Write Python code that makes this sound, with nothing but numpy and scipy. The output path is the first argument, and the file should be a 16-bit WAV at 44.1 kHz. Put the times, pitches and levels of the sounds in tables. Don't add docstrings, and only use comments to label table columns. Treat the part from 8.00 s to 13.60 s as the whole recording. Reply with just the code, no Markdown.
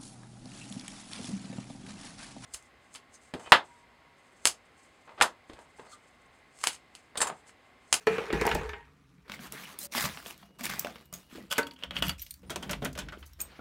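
import sys
import numpy as np
from scipy import signal
from scipy.fft import rfft, irfft, next_fast_len
from scipy.io import wavfile
from scipy.ndimage import uniform_filter1d

SR = 44100
rng = np.random.default_rng(int(sys.argv[2]) if len(sys.argv) > 2 else 0)


def nominal_scale(level):
    x = np.asarray(level, float) / 20
    return 10 ** x


def inscribe(sig):
    pcm = np.round(np.clip(np.atleast_2d(sig).T, -1, 1) * 32767)
    wavfile.write(sys.argv[1], SR, pcm.astype(np.int16))


N = 247070


def evened(x):
    return x / np.sqrt(np.mean(x ** 2) + 1e-20)


def read(points, hz):
    f, value = np.transpose(points)
    return np.interp(np.log(hz + 1), np.log(f + 1), value)


def add(mix, s, sound):
    part = mix[round(s * SR):][:len(sound)]
    part += sound[:len(part)]


def coloured(x, tone):
    return irfft(rfft(x) * nominal_scale(read(tone, np.fft.rfftfreq(len(x), 1 / SR))), len(x))


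def bands(x, edges_hz):
    hz = np.fft.rfftfreq(len(x), 1 / SR) + 1
    above_low, above_mid, above_high = (1 / (1 + (edge / hz) ** 6) for edge in edges_hz)
    masks = above_low * (1 - above_mid), above_mid * (1 - above_high), above_high
    return [evened(irfft(rfft(x) * mask, len(x))) for mask in masks]


def effort(t, start, length, db, change_db, attack_s, release, rest_db):
    since = t[:, None] - start
    drift_db = change_db * np.clip(since / length, 0, 1)
    held_db = db + drift_db - release * np.maximum(since - length, 0)
    power = (nominal_scale(held_db) * np.clip(since / attack_s, 0, 1)) ** 2
    return 10 * np.log10(power.sum(1) + nominal_scale(2 * rest_db))


# pitch in Hz, time to fall by 60 dB in seconds.
ECHO_TIMES = [(200, 0.38), (1000, 0.19), (4000, 0.17), (12000, 0.14)]


def room(x):
    echoes = np.zeros(SR // 2)
    at = np.arange(200, len(echoes) - 20, 20)
    echoes[at + rng.integers(0, 20, len(at))] = rng.choice([-1., 1.], len(at))
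    hz, t, z = signal.stft(echoes, SR, nperseg=256)
    tail = signal.istft(z * nominal_scale(-60 * t / read(ECHO_TIMES, hz)[:, None]), SR, nperseg=256)[1]
    return signal.fftconvolve(x, tail / np.linalg.norm(tail))[:N]


def wavering_tones(rows):
    out = np.zeros(N)
    for s, length, hz, db in rows:
        waver = evened(uniform_filter1d(rng.standard_normal(round(length * SR)), 400))
        sine = np.sin(2 * np.pi * np.cumsum(hz * (1 + 0.0055 * waver)) / SR)
        level = np.sqrt(2) * nominal_scale(db + 1.2 * waver[::-1])
        add(out, s, level * sine * signal.windows.tukey(len(sine), .2))
    return out


# start in seconds, end in seconds, pitch in Hz, level in dB.
WHINES = [
    (.0, 1.302, 1180, -83),
    (1.872, 3.433, 2880, -76.5),
]


def appliance_whines():
    return wavering_tones([(start, end - start, hz, db) for start, end, hz, db in WHINES])


# start in seconds, length in seconds, deep level in dB, upper level over the deep one in dB.
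THUMPS = [(0.063, 0.034, -49, 17.5), (0.31, 0.028, -34.5, 8.5), (0.488, 0.066, -37, 0.5),
          (0.795, 0.4, -81, 18.5), (1.31, 0.34, -73.5, 17), (1.95, 0.04, -52, 9), (2.55, 0.29, -58.5, 6),
          (3.282, 0.15, -67.5, 14), (3.825, 0.17, -50.5, 0), (3.947, 0.14, -43.5, 5), (4.36, 0.44, -54, -1),
          (4.616, 0.47, -49.5, 1.5), (4.963, 0.46, -55.5, -32)]
# pitch in Hz, width in Hz, level in dB.
THUMP_HUMS = [(53.6, 21, 9.5), (72.3, 21, 5.5), (143.1, 26, 11), (185.2, 4.2, 14), (272, 89, -2.5)]


def thumps():
    s, held, deep_db, upper_db = np.transpose(THUMPS)
    hz, slow = np.fft.rfftfreq(N, 1 / SR), np.arange(0, N + 256, 256) / SR
    deep = THUMP_HUMS[:2], deep_db, 83, -69.5
    upper = THUMP_HUMS[2:], deep_db + upper_db, 264, -68
    out = np.zeros(N)
    for hums, peak_db, release, rest_db in (deep, upper):
        shape = sum(nominal_scale(db) / (1 + (2 * (hz - f) / width) ** 2) for f, width, db in hums)
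        shape = shape * (hz / (hz + 60)) ** 2
        level_db = effort(slow, s, held, peak_db, 0, 0.12, release, rest_db)
        hum = evened(irfft(rfft(rng.standard_normal(N)) * shape, N))
        out += hum * nominal_scale(np.interp(np.arange(N) / SR, slow, level_db))
    return out


SPLIT_HZ = (200, 800, 5000)


def rub(strokes, shot, end, tone, modes, grain_db, body_db):
    cut, air_mid_db, air_treble_db, air_bass_db, heavy_db, release = shot
    s, held, db, change_db, bright_db = np.transpose(strokes)
    length = round((end - cut) * SR)
    count = next_fast_len(length, True)
    t = cut + np.arange(count) / SR
    steps = np.arange(0, count + 64, 64)
    grains = rng.exponential(1, len(steps))
    grains = grains + 0.19 * evened(uniform_filter1d(rng.standard_normal(len(steps)), 12))
    grains = np.interp(np.arange(count), steps, np.minimum(grains, 4.2))
    noise = rng.standard_normal(count) * nominal_scale(grain_db * grains)
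    z = signal.stft(noise, nperseg=256, noverlap=192)[2]
    patches = uniform_filter1d(rng.standard_normal(z.shape), 5, 0)
    patches = evened(uniform_filter1d(patches, 24, 1))
    noise = signal.istft(z * nominal_scale(2.2 * patches), nperseg=256, noverlap=192)[1][:count]
    hz = np.fft.rfftfreq(count, 1 / SR)
    body = sum(nominal_scale(body_db + .5 * db) / (1 + 1j * (hz - f) * t60 / 2.4) for f, db, t60 in modes)
    slow = cut + steps / SR
    bass = heavy_db, release, air_bass_db
    mid = 0, release, air_mid_db
    treble = bright_db, 1.6 * release, air_treble_db
    levels = []
    for over_db, fall, air_db in (bass, mid, treble):
        level_db = effort(slow, s, held, db + over_db, change_db, 0.013, fall, air_db)
        levels.append(np.interp(t, slow, level_db))
    contact = np.clip((levels[1] + 68) / 14, 0, 1)
    ringing = irfft(rfft(noise) * body, count)
    parts = bands(coloured(noise + contact * ringing, tone), SPLIT_HZ)
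    return sum(p * nominal_scale(level_db) for p, level_db in zip(parts, levels))[:length]


# start in seconds, still air in dB for mid, treble and bass,
# bass of a stroke over its mid in dB, release in dB per second.
SHOTS = [
    (0, -72, -80, -74, 0, 85),
    (1.28, -58, -69, -60.5, -7, 401),
    (1.871, -74, -82, -66.5, -10.5, 267),
    (3.5, -72, -81, -80.5, -8.5, 452),
    (4.43, -68.5, -75.5, -77, 8, 254),
    (5.386, -71, -75, -64, -8, 248),
]
# start in seconds, length in seconds, pressure in dB,
# change over the stroke in dB, treble over mid in dB.
KETTLE_STROKES = [(0, 0.19, -55, -39.5, -5.5), (.066, 0.21, -38.5, -6.5, -15.5),
                  (.32, 0.11, -41.5, 1.5, -14.5), (.45, 0.073, -53, 14, -11.5), (.6, 0.12, -55.5, -3, -9),
                  (1.245, 0.046, -63.5, -2, -15)]
OPENING_STROKES = [(1.307, 0.039, -60, 12.7, -5.5), (1.39, 0.079, -56.5, 5.8, -1.5),
                   (1.514, 0.13, -50, 0.62, -3.5), (1.66, 0.071, -54.5, 0.5, -2),
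                   (1.784, 0.072, -61, 4.1, 15.5)]
PACKING_STROKES = [(1.91, 0.054, -54, 19, 1.5), (1.958, .1, -37, 1, 0), (2.087, 0.23, -47, -12, -4),
                   (2.24, 0.065, -57.5, 8, 2.5), (2.359, 0.098, -63, -1, -3.5),
                   (2.584, 0.031, -50.5, -1.5, -0.5), (2.631, 0.029, -37.5, -2.5, 1),
                   (2.684, 0.37, -39, -27.5, -6.5), (3.123, 0.18, -51.5, -25.5, 0.5),
                   (3.292, 0.041, -61, 6, -5), (3.346, 0.16, -50, -22, -7.5)]
LOCK_STROKES = [(3.499, 0.028, -52.5, 13.5, 2), (3.54, 0.047, -48.5, 2, -11), (3.74, 0.083, -76.5, 21, -12),
                (3.915, 0.078, -57, 6, -12), (3.947, 0.041, -42, -4, -7.5),
                (4.019, 0.068, -44.5, -0.5, -0.5), (4.177, 0.26, -72, -23, 19.5)]
KNOB_STROKES = [(4.427, 0.087, -66.5, -7, -22), (4.56, 0.2, -62, 1.5, -7), (4.8, 0.052, -77.5, 27.5, -2),
                (4.95, 0.22, -60, -11, -15), (5.175, 0.041, -69.5, 0, 5), (5.254, 0.021, -71, -8, 19.5)]
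LEAVING_STROKES = [(5.388, 0.181, -66, 9.5, -24), (5.389, 0.02, -49, -5, 0), (5.415, .12, -82, -11, 0)]
GRAIN_DB = [2.2, 1.5, 2.8, 3.1, 2, 0.8]
BODY_DB = [6, -12, -12, 9, -6, -20]


def rubbing_and_air():
    ends = [shot[0] for shot in SHOTS[1:]] + [N / SR]
    strokes = KETTLE_STROKES, OPENING_STROKES, PACKING_STROKES, LOCK_STROKES, KNOB_STROKES, LEAVING_STROKES
    colours = KETTLE_TONE, BAG_TONE, BAG_TONE, LOCK_TONE, BAG_TONE, BAG_TONE
    bodies = LIFTED_KETTLE, SACK, SACK, CYLINDER, KNOB, KNOB
    out = np.zeros(N)
    for settings in zip(strokes, SHOTS, ends, colours, bodies, GRAIN_DB, BODY_DB):
        cut = settings[1][0]
        add(out, cut, rub(*settings))
    return out


# start in seconds, length in seconds, pitch in Hz, level in dB.
SQUEAKS = [
    (1.808, 0.036, 4090, -53),
    (4.094, 0.0256, 4600, -42),
    (4.46, 0.042, 9400, -71),
    (5.22, 0.035, 5400, -84),
]


def squeaks():
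    return wavering_tones(SQUEAKS)


def taps(rows):
    out = np.zeros(N)
    for s, db, hz, t60 in rows:
        t = np.arange(round(SR * max(t60, .003))) / SR
        pair = np.sin(2 * np.pi * hz * t) + nominal_scale(-9.5) * np.sin(2 * np.pi * 0.9 * hz * t)
        rise = np.minimum(t / (0.076 * t60 + 0.00029), 1)
        add(out, s, nominal_scale(db - 60 * t / max(t60, .003)) * rise * pair)
    return out


def ring(modes, contact_s, detune, spread_db=6.5):
    t = np.arange(max(2048, round(SR * max(m[2] for m in modes)))) / SR
    luck = rng.standard_normal((len(modes), 2))
    chatter = rng.standard_normal(2048) * nominal_scale(-60 * t[:2048] / max(contact_s, .004))
    chatter *= np.minimum(t[:2048] / (0.066 * contact_s), 1)
    x = 0
    for (hz, db, t60), (a, b) in zip(modes, luck):
        turn = np.exp(2j * np.pi * hz * (1 + detune * b) * t)
        drive = abs(chatter @ turn[:2048]) + 0.244 * np.linalg.norm(chatter)
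        x = x + nominal_scale(db + spread_db * a - 60 * t / max(t60, .01)) * turn.imag / drive
    x = signal.oaconvolve(x, chatter)
    return x / abs(x).max()


def rattle(t60, tone, edges_hz, levels_db):
    t = np.arange(8192) / SR
    parts = bands(coloured(rng.standard_normal(len(t)), tone), edges_hz)
    rises_s, lasts = (.003, 0.00099, 0.00058), (1.8, 2.08, 0.84)
    out = 0
    for part, db, rise_s, last in zip(parts, levels_db, rises_s, lasts):
        crack = nominal_scale(-60 * t / (0.0022 * last))
        burst = 0.71 * nominal_scale(-60 * t / (max(t60, .004) * last))
        out = out + nominal_scale(db) * (crack + burst) * np.minimum(t / rise_s, 1) * part
    return out


def blows(hits, tone, modes, detune, free_s, contact, spread_db):
    out = np.zeros(N)
    for s, db, treble_db, bass_db, ring_db in hits:
        t60 = free_s * nominal_scale(0.33 * ring_db)
        add(out, s, nominal_scale(db - 11.0) * rattle(t60, tone, SPLIT_HZ, (bass_db, 0, treble_db)))
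        add(out, s, nominal_scale(db + ring_db) * ring(modes, contact * t60, detune, spread_db))
    return signal.sosfilt(signal.butter(2, 70, "high", fs=SR, output="sos"), out)


# pitch in Hz, level in dB, time to fall by 60 dB in seconds.
KEY_RINGS = [(6650, -20, .03), (8296, -20, .03), (12940, -8, .028), (14300, -7, .028)]


def clinks(hits, free_s):
    out, flat = np.zeros(N), [(100, 0), (16000, 0.0045)]
    for s, db, hz, mid_db, ring_db in hits:
        t60 = free_s * nominal_scale(0.37 * ring_db)
        bunch = [(f, level_db, free * t60 / .025) for f, level_db, free in KEY_RINGS]
        modes = [(hz, 0, 0.83 * t60)] + bunch
        add(out, s, nominal_scale(db - 13.5) * rattle(t60, flat, (600, 1500, 5000), (mid_db - 48, mid_db, 0)))
        add(out, s, nominal_scale(db + ring_db) * ring(modes, 0.35 * t60, 0.0052, spread_db=0))
    return signal.sosfilt(signal.butter(2, 1800, "high", fs=SR, output="sos"), out)


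# time in seconds, peak in dB.
TICKS = [(0.0677, -36), (0.3446, -37), (0.467, -13), (0.5487, -18), (2.796, -14), (4.5042, -22),
         (4.5346, -41), (4.6798, -42), (4.711, -17), (4.8274, -36), (4.8488, -13.5), (4.9571, -40),
         (5.1864, -50), (5.1961, -46), (5.264, -34)]


def ticks():
    out = np.zeros(N)
    s, db = np.transpose(TICKS)
    out[np.round(s * SR).astype(int)] = nominal_scale(db + 5)
    return signal.sosfilt(signal.butter(4, (5500, 15000), "band", fs=SR, output="sos"), out)


# time in seconds, mid peak in dB, then treble over mid,
# bass over mid and ring over mid, all in dB.
KETTLE_HITS = [(0.07, -10.5, -11.5, 9.5, -6.5), (0.182, -16.5, -18, 11, -15), (0.303, -14.5, -48, 4, -28),
               (0.327, -14.5, -9, -7, -8.5), (0.412, -18.5, -2.5, 10.5, -5), (0.452, -28.5, 2, -23, 5),
               (0.466, -17.5, -0.5, 11, -13.5), (0.476, -7, -32.5, -53, -33.5),
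               (0.491, -16.5, -4, -58, -25), (0.514, -7.5, -17, -12, -20.5), (0.55, -21.5, 2, 13.5, -11.5),
               (0.692, -20, -11.5, -22, -20.5), (0.733, -20.5, -38, -32, -16.5)]
# time in seconds, peak in dB, pitch in Hz, time to fall by 60 dB in seconds.
KETTLE_TAPS = [(0.0716, -27.5, 4380, 0.023), (0.33, -32.5, 55.5, 0.12), (0.3306, -15, 370, 0.034),
               (0.3986, -23, 2240, 0.009), (0.4206, -13, 2070, 0.0076), (0.4522, -15.5, 825, 0.022),
               (0.466, -22.5, 910, 0.073), (0.54, -29, 58.6, 0.097), (0.549, -24.5, 1750, 0.022),
               (0.5525, -19, 868, 0.026), (0.6719, -38, 450, 0.085), (0.6912, -35, 904, 0.051),
               (0.7346, -45, 940, 0.25), (0.735, -48.5, 2094, 0.38), (0.692, -37, 1763, 0.14),
               (0.78, -52, 1865, 0.27)]
# pitch in Hz, level in dB per Hz.
KETTLE_TONE = [(88, -30.5), (150, 12), (265, -22.5), (434, 8), (560, -5.5), (2450, -10.5), (5070, -32.5),
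               (16500, -52.5)]
# pitch in Hz, level in dB, time to fall by 60 dB in seconds.
SEATED_KETTLE = [(418, -9, .06), (448, 0, .36), (860, -14, .2), (1324, -12, .13), (1720, -7, .1),
                 (1790, -13, .12), (1980, -17, .2), (2223, -14, .1), (2405, -10, .27), (2826, -16, .06)]
LIFTED_KETTLE = [(420, -3, .22), (449, -6, .12), (916, -5, .25), (810, -10, .3), (1700, -9, .2),
                 (1830, -10, .25), (1930, -12, .35), (2137, -11, .2), (2490, -15, .2), (1572, -11, .25)]


def kettle():
    seated = blows(KETTLE_HITS[:2], KETTLE_TONE, SEATED_KETTLE, 0.003, .045, 0.4, 1.5)
    lifted = blows(KETTLE_HITS[2:], KETTLE_TONE, LIFTED_KETTLE, 0.006, 0.05, 0.5, 2.5)
    return seated + lifted + taps(KETTLE_TAPS)


# time in seconds, mid peak, treble, bass and ring over mid in dB.
BAG_HITS = [(1.297, -22, -11, -8, -18), (1.319, -18.5, -3, -20, -29), (1.392, -37, -14, 1, -1.5),
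            (1.95, -15, -17, -28, -18), (1.968, -17, -3, -17, -18), (2.04, -13, -14, -42, -14.5),
            (2.054, -16.5, -10, -24, -14.5), (2.173, -20, -29, -22, -23), (2.261, -27, -18, 9, -13.5),
            (2.378, -47.5, 19, -19, -26), (2.43, -36, -24.5, -29, -10), (2.609, -26, 4, -26, -8.5),
            (2.7, -19, 5, 4, -14.5), (2.847, -18, -7, -2, -17.5), (2.87, -30.5, 4, 8.5, -6),
            (2.957, -30.5, -9, -7, -12), (3.127, -40.5, 17, 1, 2.5), (3.352, -45, -20, 6, -1)]
# time in seconds, treble peak in dB, strongest ring in Hz,
# mid over treble in dB, ring in dB.
PULL_CLINKS = [(1.5225, -11.5, 13400, -16, -20), (1.7884, -13, 9250, -39, -14),
               (2.795, -7, 15260, -23, -14), (3.056, -40, 14100, -33, -10), (3.1378, -22.5, 6650, -39, -6)]
# time in seconds, peak in dB, pitch in Hz, time to fall by 60
# dB in seconds.
BAG_TAPS = [(1.3182, -25, 2700, 0.009), (1.3384, -29.5, 2120, 0.023), (1.392, -39, 3080, 0.008),
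            (1.6355, -32, 2350, 0.014), (1.655, -28.5, 2920, 0.0075), (1.6725, -37, 2080, 0.016),
            (1.7883, -37.5, 3600, 0.021), (1.8159, -44, 4040, 0.023), (1.83, -47, 572, 0.17),
            (1.949, -20.5, 1100, 0.014), (1.9785, -26, 1060, 0.013), (1.9797, -36, 248, 0.02),
                (2.0213, -36, 1360, 0.013), (2.0391, -27, 1140, 0.032), (2.0538, -17, 1250, 0.0083),
                (2.0727, -32, 980, 0.038), (2.2609, -25, 3280, 0.0052), (2.4281, -41.5, 1090, 0.014),
                (2.6465, -28, 2170, 0.0095), (2.6654, -18.5, 2460, 0.0046), (2.6972, -25, 1570, 0.012),
                (2.8479, -23.5, 630, 0.012), (2.8597, -24.5, 690, 0.0098), (2.8695, -25, 1470, 0.0093),
                (2.9029, -35.5, 740, 0.018), (2.958, -46, 3700, 0.0073), (3.1267, -38, 1203, 0.019),
                (3.327, -36, 254, 0.02), (3.3521, -35, 343, 0.049), (3.3762, -34, 280, 0.029),
                (3.3832, -29.5, 480, 0.01), (3.4027, -39, 206, 0.074), (3.4057, -44, 1960, 0.031)]
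# pitch in Hz, level in dB per Hz.
BAG_TONE = [(88, -53), (150, -31), (183, 15.5), (231, 3.5), (798, -6.5), (1180, -6), (10500, -14.5),
            (16500, -16)]
# pitch in Hz, level in dB, time to fall by 60 dB in seconds.
SACK = [(210, 0, .08), (650, -3, .04), (1150, -7, .015), (2100, -7, .012)]


def bag():
    rummaging = blows(BAG_HITS, BAG_TONE, SACK, 0.178, 0.017, 0.92, 2.4)
    return rummaging + clinks(PULL_CLINKS, 0.029) + taps(BAG_TAPS)


# time in seconds, treble peak in dB, strongest ring
# in Hz, mid over treble in dB, ring in dB.
KEY_CLINKS = [(4.1948, -33, 5720, 1.5, -3), (4.2174, -34.5, 13000, 0, 5.5), (4.2239, -23.5, 13960, -12, -7),
              (4.2642, -33.5, 13800, 2, -11), (4.3075, -20, 8830, -17, -10), (4.34, -25, 14900, -16, -20),
              (5.333, -37.5, 5540, -8, -12), (5.4032, -27, 6760, -11, 2), (5.4135, -24.5, 8290, -20, 4)]
# time in seconds, peak
# in dB, pitch in Hz, time to fall by 60 dB in seconds.
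JINGLE_TAPS = [(2.7938, -16.5, 5960, 0.004), (2.7937, -12, 14900, .006), (3.761, -48, 3080, .015),
               (3.994, -43, 9350, .01), (4.04, -19, 2940, .01), (4.082, -22, 2920, 0.013),
               (4.082, -23, 13100, 0.014), (4.297, -46, 12000, .005), (4.185, -42, 2500, 0.013),
               (4.311, -29.5, 4140, 0.0062), (4.34, -41, 4530, 0.015), (5.267, -44.5, 6200, 0.0086),
               (5.404, -32.5, 2500, 0.016), (5.415, -43, 2550, 0.023), (5.592, -44, 152, 0.06),
               (5.593, -36.5, 1370, 0.031)]


def keys():
    return clinks(KEY_CLINKS, 0.036) + taps(JINGLE_TAPS)


# time in seconds, mid peak, treble, bass and ring over mid in dB.
KNOB_HITS = [(4.497, -25.5, -6, -23, -35), (4.503, -28, 3, -0.5, -0.5), (4.559, -20, 2.5, 4, -33),
             (4.626, -31, 1, 4.5, -5), (4.694, -21.5, -7.5, -24, -8), (4.711, -28.5, 8, 1, -4),
             (4.732, -15.5, -6.5, -5, -40), (4.82, -30, -15, 13, -4), (4.852, -20, -3, -9, -18),
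             (4.929, -48, 16.5, -6, -27), (4.952, -34.5, -6, -16, -11), (4.976, -27, -2, -25, -6.5),
             (4.988, -25.5, 4, -31, -8), (5.086, -26, -14, -39, -31), (5.122, -36, -10, -36, -0.5),
             (5.227, -33.5, -27, -39, -30), (5.59, -44.5, -28, 19.5, -31)]
# time in seconds, peak in dB, pitch in Hz, time to fall by 60 dB in seconds.
KNOB_TAPS = [(4.6316, -26.5, 3140, 0.013), (4.432, -44.5, 480, 0.051), (4.434, -47, 150, 0.074),
             (4.7, -28, 180, .08), (4.819, -30.5, 150, 0.1), (4.8211, -22.5, 397, .015),
             (4.85, -35, 259, 0.2), (4.8568, -24, 1450, 0.017), (4.8712, -32.5, 623, 0.052),
             (4.9594, -37.5, 594, 0.051), (5.0212, -32, 3320, 0.008), (5.0217, -39, 990, 0.039),
             (5.0854, -34, 1520, 0.014), (5.1346, -41, 622, 0.063), (5.1727, -35, 364, 0.019),
             (5.1741, -42.5, 3100, 0.01), (5.2268, -38.5, 3080, 0.018)]
# pitch in Hz, level in dB per Hz.
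KNOB_TONE = [(88, -29), (150, -9), (3230, -19), (4870, -28), (6050, -28.5), (16500, -46.5)]
# pitch in Hz, level in dB, time to fall by 60 dB in seconds.
KNOB = [(195, 2, 0.26), (412, -1.5, 0.14), (625, 6.5, 0.086), (1417, 19, 0.0037), (3140, 13, 0.018)]


def knob():
    return blows(KNOB_HITS, KNOB_TONE, KNOB, 0.03, 0.1, 0.89, 3.5) + taps(KNOB_TAPS)


# time in seconds, mid peak, treble, bass and ring over mid in dB.
LOCK_HITS = [(3.509, -34.5, 7, -21, 7), (3.513, -28, 7, -24, -13), (3.525, -23, 3, -19, -14),
             (3.629, -26, -6, -6, -20), (3.668, -35.5, 3.5, 3, 1.5), (3.711, -44.5, 1, -25, 4),
             (3.735, -53, 10, -19, -3), (3.762, -57, -22, -18, 10.5), (3.789, -45.5, -2, -21, -3),
             (3.825, -31, -26, -32, -28), (3.835, -25.5, -7, -7.5, -2.5), (3.908, -29.5, -10, -3, -1),
             (3.957, -40, -23, -24, -17), (3.965, -32, -45, -24, 9.5), (4.023, -14.5, -5, -11, -0.5),
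             (4.093, -19.5, 2.5, -36, -0.5)]
BOLT_HIT = [
    (3.5805, -13, 1, -24, -1.5),
]
# time in seconds, peak in dB, pitch in
# Hz, time to fall by 60 dB in seconds.
LOCK_TAPS = [(3.826, -29, 2930, .01), (3.909, -27.5, 3800, .008), (3.957, -30, 3180, .01),
             (3.705, -52, 956, 0.11), (3.71, -42.5, 287.3, 0.29), (3.5127, -29.5, 1490, 0.059),
             (3.5146, -21.5, 3360, 0.015), (3.5161, -25, 9700, 0.011), (3.5267, -23, 12900, 0.0087),
             (3.6313, -27, 4460, 0.013), (3.7103, -30, 4500, 0.0077), (3.836, -17, 3095, 0.0099),
             (3.9662, -14.5, 3050, 0.011), (3.9829, -28, 3190, 0.0073), (3.9937, -39, 14200, 0.008),
             (4.0235, -12.5, 3200, 0.0072), (4.0951, -27, 3250, 0.01)]
# pitch in Hz, level in dB per Hz.
LOCK_TONE = [(88, -44.5), (150, 27.5), (336, -4), (571, 2.5), (752, -15.5), (2200, -19), (4970, -33.5),
             (16500, -45)]
# pitch in Hz, level in dB, time to fall by 60 dB in seconds.
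CYLINDER = [(1500, -16, .03), (2950, 0, .018), (3250, -1, .018), (4400, -14, .012)]
DOOR = [(285, -8, .5), (458, 3, .1), (576, 0, .08), (931, -4, .28), (1373, -3, .06), (1120, -11, .15),
        (1518, 4, .2), (2030, 0, .04), (8823, -22, .1), (12330, -28, .08)]


def lock():
    cylinder = blows(LOCK_HITS, LOCK_TONE, CYLINDER, 0.014, 0.053, 0.3, 3)
    bolt = blows(BOLT_HIT, LOCK_TONE, DOOR, 0, 0.066, 0.92, 0)
    return cylinder + bolt + taps(LOCK_TAPS)


def scene():
    kitchen = kettle() + bag()
    porch = lock() + knob() + keys() + ticks()
    echoes = room(nominal_scale(-8.0) * kitchen + nominal_scale(-12.0) * porch)
    background = appliance_whines() + thumps() + rubbing_and_air()
    return (background + squeaks() + kitchen + porch + echoes)[None]


def roll_off(x):
    return signal.sosfilt(signal.butter(12, 16650, fs=SR, output="sos"), x)


def record(dry):
    hiss = signal.lfilter([1], [1, -.4], rng.standard_normal(dry.shape))
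    dry = dry + nominal_scale(-86) * hiss
    limited = signal.oaconvolve(dry, signal.firwin(255, 15900, fs=SR)[None], "same")
    return roll_off(limited)


dry = scene()
out = record(dry)
inscribe(out)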